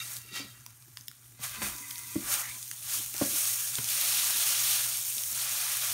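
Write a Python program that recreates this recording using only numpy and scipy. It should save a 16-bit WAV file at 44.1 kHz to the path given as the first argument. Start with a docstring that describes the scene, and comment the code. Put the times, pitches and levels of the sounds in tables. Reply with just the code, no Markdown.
"""Hot oil sizzles in a skillet as a breaded cutlet is scooped up, flipped and pressed.
Steam bubbles of three sizes burst in the oil, drops spit, and steam whistles out of the crust.
A slotted steel spatula scrapes, pats and presses, making the steel ring and the pan thud.
The cooktop hums below, and everything reaches one close microphone."""
import sys
import numpy as np
from scipy import signal
from scipy.fft import rfft, irfft
from scipy.io import wavfile

SR = 44100
rng = np.random.default_rng(int(sys.argv[2]) if len(sys.argv) > 2 else 0)


def dump(signal):
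    """Clip the signal to [-1, 1] and save it as 16-bit WAV at the path in sys.argv[1]."""
    limited = np.clip(np.atleast_2d(signal).T, -1, 1)
    pcm = np.round(limited * 32767).astype(np.int16)
    wavfile.write(sys.argv[1], SR, pcm)


N = 261513
TIME = np.arange(N) / SR

# The cooktop's hum. Each row: pitch in Hz, relative level in dB.
HUM_TONES = [(119.5, 2), (240, -19.5)]
# The tone of the low rumble. Each row: frequency in Hz, relative level in dB.
RUMBLE_SPECTRUM = [(12, -74), (20, -69), (49, 2), (91, 1), (113, -16), (133, -7.5), (146, -20), (200, -40),
                   (260, -63), (440, -120)]
# The pan is jolted on the glass top. Each row: time of full strength, hold, rise and fall in seconds,
# then the levels of the shifting and of the rumble in dB.
PAN_JOLTS = [(.3, 0.088, .4, 0.33, -66, -67), (1.6, 0.068, 0.069, 0.21, -52.5, -56),
             (2.22, 0.03, 0.23, 0.19, -54, -65), (2.99, .0, 0.38, 0.27, -63.5, -62),
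             (3.28, .05, 0.1, 0.18, -56.5, -67), (4.0, 0.67, 0.25, 0.51, -66.5, -79),
             (5.3, 0.3, .3, .3, -77, -75)]
# Steam whistles, one list each. Each row: time in seconds, pitch in Hz, rasp pitch in Hz,
# rasp level in dB relative to the tone, overall level in dB.
STEAM_WHISTLES = [
    [(1.72, 1015, 2050, -8, -62), (1.76, 1000, 2050, -16, -57.5), (1.85, 982, 2000, -2, -56.5),
     (2.0, 960, 2000, 1, -61.5), (2.14, 955, 1980, -14, -63)],
    [(2.42, 895, 1780, 20, -59), (2.46, 942, 1950, 18, -63), (2.5, 989, 2150, 17, -62.5),
     (2.54, 1015, 2350, 9, -61), (2.59, 1040, 2450, -5, -52)],
]
# How the spatula's blade and the pan ring. Each row: pitch in Hz, width in Hz, relative level in dB.
BLADE_MODES = [(1343, 64, -3), (1917, 43, 1.5), (2280, 110, -5), (2744, 29, 6), (3157, 30, -3),
               (3750, 83, 1), (4635, 53, 0.5), (5100, 32, -10), (5140, 65, -9), (6210, 46, -6),
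               (6600, 96, -21), (6800, 43, -16), (7200, 160, -13), (8070, 170, -16)]
PAN_MODES = [(754, 36, -21), (1014, 20, 7), (1180, 48, 7), (1378, 15, 7), (1568, 17, 11.5), (2030, 110, 11),
             (2520, 140, 6.5), (3300, 180, -5), (3710, 82, 5), (4630, 79, 5)]
# The blade slides under the cutlet, then drags off the rim after the flip.
# Each row: time of full strength, hold, rise and fall in seconds, then level in dB.
BLADE_SCOOPS = [(0, .0, .05, 0.095, -37), (.21, 0.0036, .06, 0.19, -57), (.36, 0.042, 0.091, 0.088, -39),
                (.5, .05, .1, 0.18, -59.5)]
RIM_DRAGS = [(1.44, .0, 0.058, .05, -48.5), (1.56, .0, 0.085, 0.087, -43.5),
             (1.625, 0.016, 0.024, .07, -39), (1.74, .0, 0.28, 0.92, -49.5),
             (2.14, 0.023, 0.14, .03, -52.5)]
# The blade knocks the pan or pats the cutlet. Each row: start in seconds, thud level in dB, thud pitch
# in Hz, seconds to fade by 60 dB, slap level in dB, slap's upper edge in Hz, slap decay time in ms.
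SPATULA_PATS = [(0.359, -65, 304, 0.12, -40, 7000, 2.7), (0.394, -47, 284, 0.11, -51, 794, 23),
                (0.442, -44, 195, 0.055, -59, 796, 9.7), (1.392, -46.5, 125, 0.081, -54.5, 1000, 13),
                (1.575, -50, 224, 0.12, -63, 1500, 8), (1.618, -45, 201, 0.16, -31.5, 2800, 8.4),
                (2.1554, -20.5, 305, 0.055, -43, 1430, 6.3), (3.144, -53, 101, 0.13, -45, 1500, 9),
                (3.2118, -18, 293, 0.045, -28.5, 634, 13.4), (3.7839, -36.5, 121, 0.076, -28, 3500, 3.9),
                (5.164, -50, 236, 0.047, -47.5, 1200, 2.8), (5.32, -56, 220, 0.071, -60, 800, 5)]
# The pan thuds on the glass top. Each row: multiple of the thud pitch, relative level in dB.
THUD_MODES = [(.35, -2), (.68, 2), (1, 7.5), (1.3, -12), (1.93, -1), (3.7, -7)]
# The clearest drops that spit. Each row: start in seconds, peak in dB, a low frequency in Hz that the
# hollow ring and the snap's lower edge follow, bright ring pitch in Hz, snap decay time in ms.
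SPITTING_DROPS = [(0.1674, -21, 5600, 12200, 0.19), (0.6632, -26, 1220, 5700, 0.3),
                  (0.9718, -24.5, 1260, 5500, 0.27), (1.0102, -33, 4000, 6360, 0.19),
                  (1.0742, -37, 7000, 11110, 0.15), (1.0824, -22, 4700, 5420, 0.2),
                  (1.1144, -30, 1660, 9900, 0.22), (1.9074, -22, 5100, 5530, 0.18),
                  (1.91, -20.5, 3840, 9600, 0.34), (1.9573, -22, 3900, 8700, 0.14),
                  (1.9918, -27, 2510, 9260, 0.22), (2.0726, -25, 5930, 9430, 0.12),
                  (2.3393, -10.5, 4600, 9250, 0.42), (2.628, -19.5, 5600, 11840, 0.18),
                  (2.7134, -18.5, 2490, 5730, 0.22), (3.0619, -23, 5210, 9600, 0.16),
                  (3.141, -24, 3300, 9100, 0.24), (3.1648, -20, 3400, 6030, 0.16),
                  (3.1802, -17, 5940, 9600, 0.17), (3.2512, -16, 5400, 6800, 0.15),
                  (3.7547, -10, 5400, 6800, 0.16), (3.8885, -14, 5000, 6800, 0.25),
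                  (4.013, -10, 5130, 9300, 0.13), (4.9718, -15, 7100, 13740, 0.2),
                  (5.1249, -18, 4800, 11370, 0.11), (5.1677, -18, 6150, 11840, 0.16),
                  (5.329, -19, 7100, 9350, 0.14)]
# A spit comes back off the pan wall. Each row: typical delay in ms, gain in dB for a large drop.
WALL_ECHOES = [(0.198, -62), (0.749, 6.5), (1.301, -5.5)]
# The tone of the frying. Each row: frequency in Hz, relative level in dB.
FRYING_SPECTRUM = [(210, -75), (350, -30), (521, -19.5), (573, -15), (985, -14.5), (1170, -9.5),
                   (2150, -10.5), (3150, -7.5), (4840, -7.5), (6650, 0), (7670, -3), (9140, 1.5),
                   (15700, -2.5)]
# The echo off the pan wall cancels some pitches. Each row: centre in Hz, width in Hz, gain in dB.
WALL_DIPS = [(5000, 88, -7.5), (7400, 1300, -1.5), (10520, 730, -6.5), (13340, 1200, -5)]
# The oil's steady simmer. Each row: time in seconds, then fine, middle and large bubble levels in dB.
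OIL_SIMMER = [(0, -50.5, -57, -63), (.5, -55.5, -63, -66), (.8, -57, -69, -70), (1.37, -57, -67, -70.5),
              (1.5, -45, -49, -53.5), (1.85, -42, -57.5, -63), (2.15, -43, -53.5, -66),
              (2.55, -41.5, -51, -64), (2.77, -45, -57.5, -63.5), (3.12, -41, -56, -76),
              (3.3, -32.5, -44, -51.5), (3.85, -35, -43.5, -52), (5.1, -34, -47, -59),
              (5.93, -32.5, -51, -65)]
# The oil flares when the cutlet moves, lands or is pressed. Each row: time of full strength, hold,
# rise and fall in seconds, then fine, middle and large bubble levels in dB.
OIL_FLARES = [(.06, 0.11, 0.2, 0.054, -40, -50.5, -55.5), (.36, 0.019, 0.047, 0.1, -41.5, -40.5, -49),
              (1.435, 0.014, 0.033, 0.084, -34.5, -41.5, -44.5), (1.55, .0, 0.04, 0.12, -52, -48.5, -48),
              (1.63, 0.045, 0.048, 0.12, -35, -43.5, -42), (2.33, 0.005, 0.13, 0.17, -28, -35.5, -36),
              (2.93, 0.01, 0.15, 0.23, -30.5, -38, -45.5), (3.15, 0, 0.026, 0.18, -52, -48, -50.5),
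              (3.23, .0, 0.077, 0.08, -32, -38.5, -40.5), (3.36, 0.1, 0.15, 0.35, -31, -39.5, -46.5),
              (3.9, 0.029, 0.032, .3, -31.5, -38, -47), (4.05, 0.74, 0.28, 0.42, -30, -34.5, -43),
              (5.2, 0, 0.14, .2, -47, -50, -52.5), (5.4, 0.72, 0.18, .3, -37.5, -38.5, -44.5)]
# Fine, middle and large bubbles. Each row: base bursts per second, lowest and highest pitch in Hz.
BUBBLE_SIZES = [(9000, 5000, 16120), (8000, 2174, 5460), (7000, 493.3, 2355)]

HUM_DB, HUM_WANDER_DB = -58.5, 1.5
RESTING_DB = (-76, -73)   # pan shifting and rumble between jolts
ROOM_FADE_S, ROOM_DB = 0.26, -11.5
HARD_SLAP_DB = -9.5   # slap level minus thud level; below this, the thud's upper tones soften
STRAY_DB, STRAY_SPREAD_DB, STRAY_MS = 14, 6, 0.057   # peak above the fine simmer, its spread, decay
CUTOFF_HZ = 15740


def from_db(db):
    """Turn decibels into a gain to multiply by."""
    return 10 ** (np.asarray(db) / 20)


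def rms_one(x):
    """Scale a signal so its average power is 1."""
    return x / np.sqrt(np.mean(x ** 2) + 1e-20)


def curves(rows):
    """Join timed rows with straight lines: one curve for each column after the time."""
    times, *columns = np.transpose(rows)
    return [np.interp(TIME, times, column) for column in columns]


def swells(rows, resting_db, slope_db=20):
    """Level curves in dB: each row swells above rest, moving slope_db per rise or fall time."""
    power = from_db(2 * resting_db)
    for full_at, hold, rise, fall, *db in rows:
        before = (full_at - TIME) / max(rise, .005)
        after = (TIME - full_at - hold) / max(fall, .005)
        away = np.maximum(before, after).clip(0, 10)
        power = power + from_db(2 * (np.array(db)[:, None] - slope_db * away))
    return 10 * np.log10(power)


def drift(rate_hz):
    """A smooth random wander with a typical size of 1."""
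    step = 40   # samples between random points
    r = np.exp(-2 * np.pi * rate_hz * step / SR)
    slow = signal.lfilter([1], [1, -2 * r, r * r], rng.standard_normal(N // step + 2002))[2000:]
    return np.interp(np.arange(N) / step, np.arange(len(slow)), rms_one(slow))


def band(x, low_hz, high_hz, order=2):
    """Keep what lies between two frequencies."""
    edges = [low_hz, min(high_hz, .45 * SR)]
    return signal.sosfilt(signal.butter(order, edges, "band", fs=SR, output="sos"), x)


def colour(x, spectrum, dips=(), size=16384):
    """Shape a sound's tone to follow a spectrum with dips cut in."""
    hz, points = np.arange(size // 2 + 1) * SR / size + 1, np.array(spectrum)
    db = np.interp(np.log(hz), np.log(points[:, 0]), points[:, 1])
    db += sum(dip_db / (1 + (2 * (hz - dip_hz) / width) ** 2) for dip_hz, width, dip_db in dips)
    # A minimum-phase filter: nothing rings before the click that causes it.
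    cepstrum = irfft(np.log(from_db(db)))
    cepstrum[1:size // 2] *= 2
    cepstrum[size // 2 + 1:] = 0
    return signal.fftconvolve(x, irfft(np.exp(rfft(cepstrum))))[:N]


def resonate(x, hz, width_hz):
    """Make a sound ring at one pitch; a narrower width rings longer."""
    r = np.exp(-np.pi * width_hz / SR)
    gain = (1 - r * r) / 2
    return signal.lfilter([gain, 0, -gain], [1, -2 * r * np.cos(2 * np.pi * hz / SR), r * r], x + 1e-18)


def clicks(per_s, spread_db, clump_db):
    """Random clicks of uneven size that come in clumps."""
    sizes = from_db(spread_db * np.minimum(rng.exponential(1, N), 6)) * rng.choice([-1, 1], N)
    happens = rng.random(N) < per_s * from_db(clump_db * drift(15)) / SR
    return rms_one(sizes * happens)


def add(out, start_s, sound):
    """Mix a short sound in at a given time."""
    i = round(start_s * SR)
    out[i:i + len(sound)] += sound[:N - i]


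def kitchen_echo(x):
    """The room answers with a short, dull tail of dense echoes."""
    t = TIME[:round(ROOM_FADE_S * SR)]
    tail = band(rng.standard_normal(len(t)), 105, 7200, order=1)
    tail *= from_db(-60 * t / ROOM_FADE_S) * (t > .004)
    return signal.fftconvolve(x, tail / np.sqrt(np.sum(tail ** 2)))[:N]


def cooktop():
    """A wavering hum, a low rumble and the pan shifting on the glass."""
    shift_db, rumble_db = swells(PAN_JOLTS, np.array(RESTING_DB)[:, None])
    hum, hum_db = 0, HUM_DB + HUM_WANDER_DB * drift(2.7)
    for hz, db in HUM_TONES:
        hum += from_db(hum_db + db + 2.8 * drift(15)) * np.sin(2 * np.pi * hz * TIME + 0.69 * drift(11))
    rumble = from_db(rumble_db + 4 * drift(3)) * rms_one(colour(rng.standard_normal(N), RUMBLE_SPECTRUM))
    shift_gain = from_db(shift_db + 4.6 * drift(22))
    shifting = shift_gain * rms_one(band(rng.standard_normal(N), 172, 378, order=3))
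    return hum + rumble + shifting


def steam_whistle(rows):
    """Steam leaves the crust as an unsteady gliding tone, with a rough rasp about an octave up."""
    def wobble(width_hz):
        """Random changes of strength and phase that blur a tone."""
        r = np.exp(-np.pi * width_hz / SR)
        noise = rms_one(signal.lfilter([1], [1, -r], rng.standard_normal((2, N))))
        return noise[0] + 1j * noise[1]

    hz, rasp_hz, rasp_db, level_db = curves(rows)
    phase, rasp_phase = 2 * np.pi * np.cumsum([hz, rasp_hz], axis=1) / SR
    tone = (np.exp(1j * phase) * (0.82 + wobble(20))).real
    rasp = from_db(rasp_db) * (np.exp(1j * rasp_phase) * wobble(160)).real
    undertone = .5 * np.cos(phase / 3.5)
    soft_ends = np.clip(np.minimum(TIME - rows[0][0] + .002, rows[-1][0] - TIME) / 0.027, 0, 1)
    return soft_ends * from_db(level_db) * (band(tone + rasp, 990, 3400) + undertone)


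def spatula_scrape(strokes, modes):
    """Many tiny slips ring the steel; each pitch swells on its own as the contact moves."""
    slips = clicks(per_s=2500, spread_db=2, clump_db=2)
    ringing = 0
    for k, (hz, width, db) in enumerate(modes):
        ring = rms_one(resonate(resonate(slips, hz, 4 * width), hz, width))
        ringing += from_db(db + 2.4 * drift(18)) * ring * np.sqrt(width) * (-1) ** k
    return from_db(swells(strokes, resting_db=-200)[0]) * rms_one(ringing)


def spatula_pats():
    """A soft blow swings the pan up into a thud, and the crust gives a dull slap."""
    out, t = np.zeros(N), TIME[:13000]
    rise = (1 - np.exp(-t / .0027)) ** 2
    for start, thud_db, hz, fade_s, slap_db, top_hz, slap_ms in SPATULA_PATS:
        soften_db = min(slap_db - thud_db - HARD_SLAP_DB, 0)
        tones = sum(from_db(db + soften_db * (ratio > 1.5)) * np.sin(2 * np.pi * hz * ratio * t)
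                    for ratio, db in THUD_MODES)
        thud = band(rise * tones * from_db(-60 * t / fade_s), 62, 4000)
        slap = rms_one(band(rng.standard_normal(len(t)), 220, top_hz)) * np.exp(-1000 * t / slap_ms)
        add(out, start, from_db(thud_db) * thud + from_db(slap_db) * slap)
    return out


def stray_drops(count=40):
    """Rows for extra small drops at random moments, louder when the simmer is louder."""
    when, size, low, ring = rng.random((count, 4)).T
    starts = when * TIME[-1]
    simmer_db = curves(OIL_SIMMER)[0][(starts * SR).astype(int)]
    peak_db = simmer_db + STRAY_DB + STRAY_SPREAD_DB * (2 * size - 1)
    return list(zip(starts, peak_db, 3000 * 1.7 ** low, 5500 * 1.83 ** ring, np.full(count, STRAY_MS)))


def oil_spits(bright_share=0.29):
    """Each drop snaps and sprays; its cavity rings a few cycles, hollow below and bright above."""
    out, t = np.zeros(N), TIME[:400]
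    for start, peak_db, low_hz, ring_hz, snap_ms in SPITTING_DROPS + stray_drops():
        noise = rng.standard_normal(len(t))
        spray = (1.9 * noise + 0.78 * (t == 0)) * np.exp(-1000 * t / snap_ms)
        snap = band(spray, .7 * low_hz, 17000)
        bright = np.sin(2 * np.pi * ring_hz * t) * np.exp(-t * ring_hz / 4)
        hollow = 0.095 * np.sin(2 * np.pi * 0.815 * low_hz * t) * np.exp(-t * low_hz / 2.4)
        pop = (1 - bright_share) * snap / np.abs(snap).max() + bright_share * bright + hollow
        pop = band(pop, .5 * low_hz, 19000)
        heard = np.pad(pop, (0, 200))
        path_scale = np.exp(.25 * noise[-1])   # each drop has its own distance to the wall
        echo_gain = min(snap_ms / 0.56, 1)   # small drops echo less
        for delay_ms, db in WALL_ECHOES:
            add(heard, path_scale * delay_ms / 1000, from_db(db) * echo_gain * pop)
        add(out, start, heard * from_db(peak_db) / np.abs(heard).max())
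    return out


def oil_sizzle(pitch_count=10):
    """Steam bubbles burst and ring briefly at many pitches; each patch of oil swells on its own."""
    levels_db = swells(OIL_FLARES, np.array(curves(OIL_SIMMER)))
    out, surge_db = 0, 0.68 * drift(24)   # all sizes surge together
    snaps = clicks(per_s=1600, spread_db=3.5, clump_db=-1)   # sharp bursts span every pitch
    merged = from_db(0.34 * (levels_db[0] + 38))   # fiercer frying merges more bursts into hiss
    for (per_s, low_hz, high_hz), level_db in zip(BUBBLE_SIZES, levels_db):
        bursts = clicks(per_s, spread_db=2.5, clump_db=1)
        pitch_choice = rng.integers(0, pitch_count, N)
        rings = 0
        for k, hz in enumerate(np.geomspace(low_hz, high_hz, pitch_count)):
            ring = rms_one(resonate(bursts * (pitch_choice == k), hz, hz / 14.6))
            rings += ring * np.sqrt(hz) * from_db(2 * drift(7))
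        hiss = 1.85 * merged * rng.standard_normal(N)
        crackle = (rms_one(rings) + snaps + hiss) / np.sqrt(1 + merged ** 2)
        in_pan = band(colour(crackle, FRYING_SPECTRUM, WALL_DIPS), low_hz, high_hz, order=3)
        out += rms_one(in_pan) * from_db(level_db + surge_db + 0.57 * drift(32))
    return out


def scene():
    """All sources reach one microphone, which feeds both channels."""
    scrapes = spatula_scrape(BLADE_SCOOPS, BLADE_MODES) + spatula_scrape(RIM_DRAGS, PAN_MODES)
    spits, pats, sizzle = oil_spits(), spatula_pats(), oil_sizzle()
    whistles = sum(map(steam_whistle, STEAM_WHISTLES))
    echo = from_db(ROOM_DB) * kitchen_echo(pats + from_db(-2.5) * spits)
    mono = cooktop() + echo + whistles + scrapes + pats + spits + sizzle
    return np.array([mono, mono])


def record(dry):
    """The highest treble is cut off steeply."""
    return signal.sosfilt(signal.ellip(14, .3, 75, CUTOFF_HZ, fs=SR, output="sos"), dry)


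dry = scene()
out = record(dry)
dump(out)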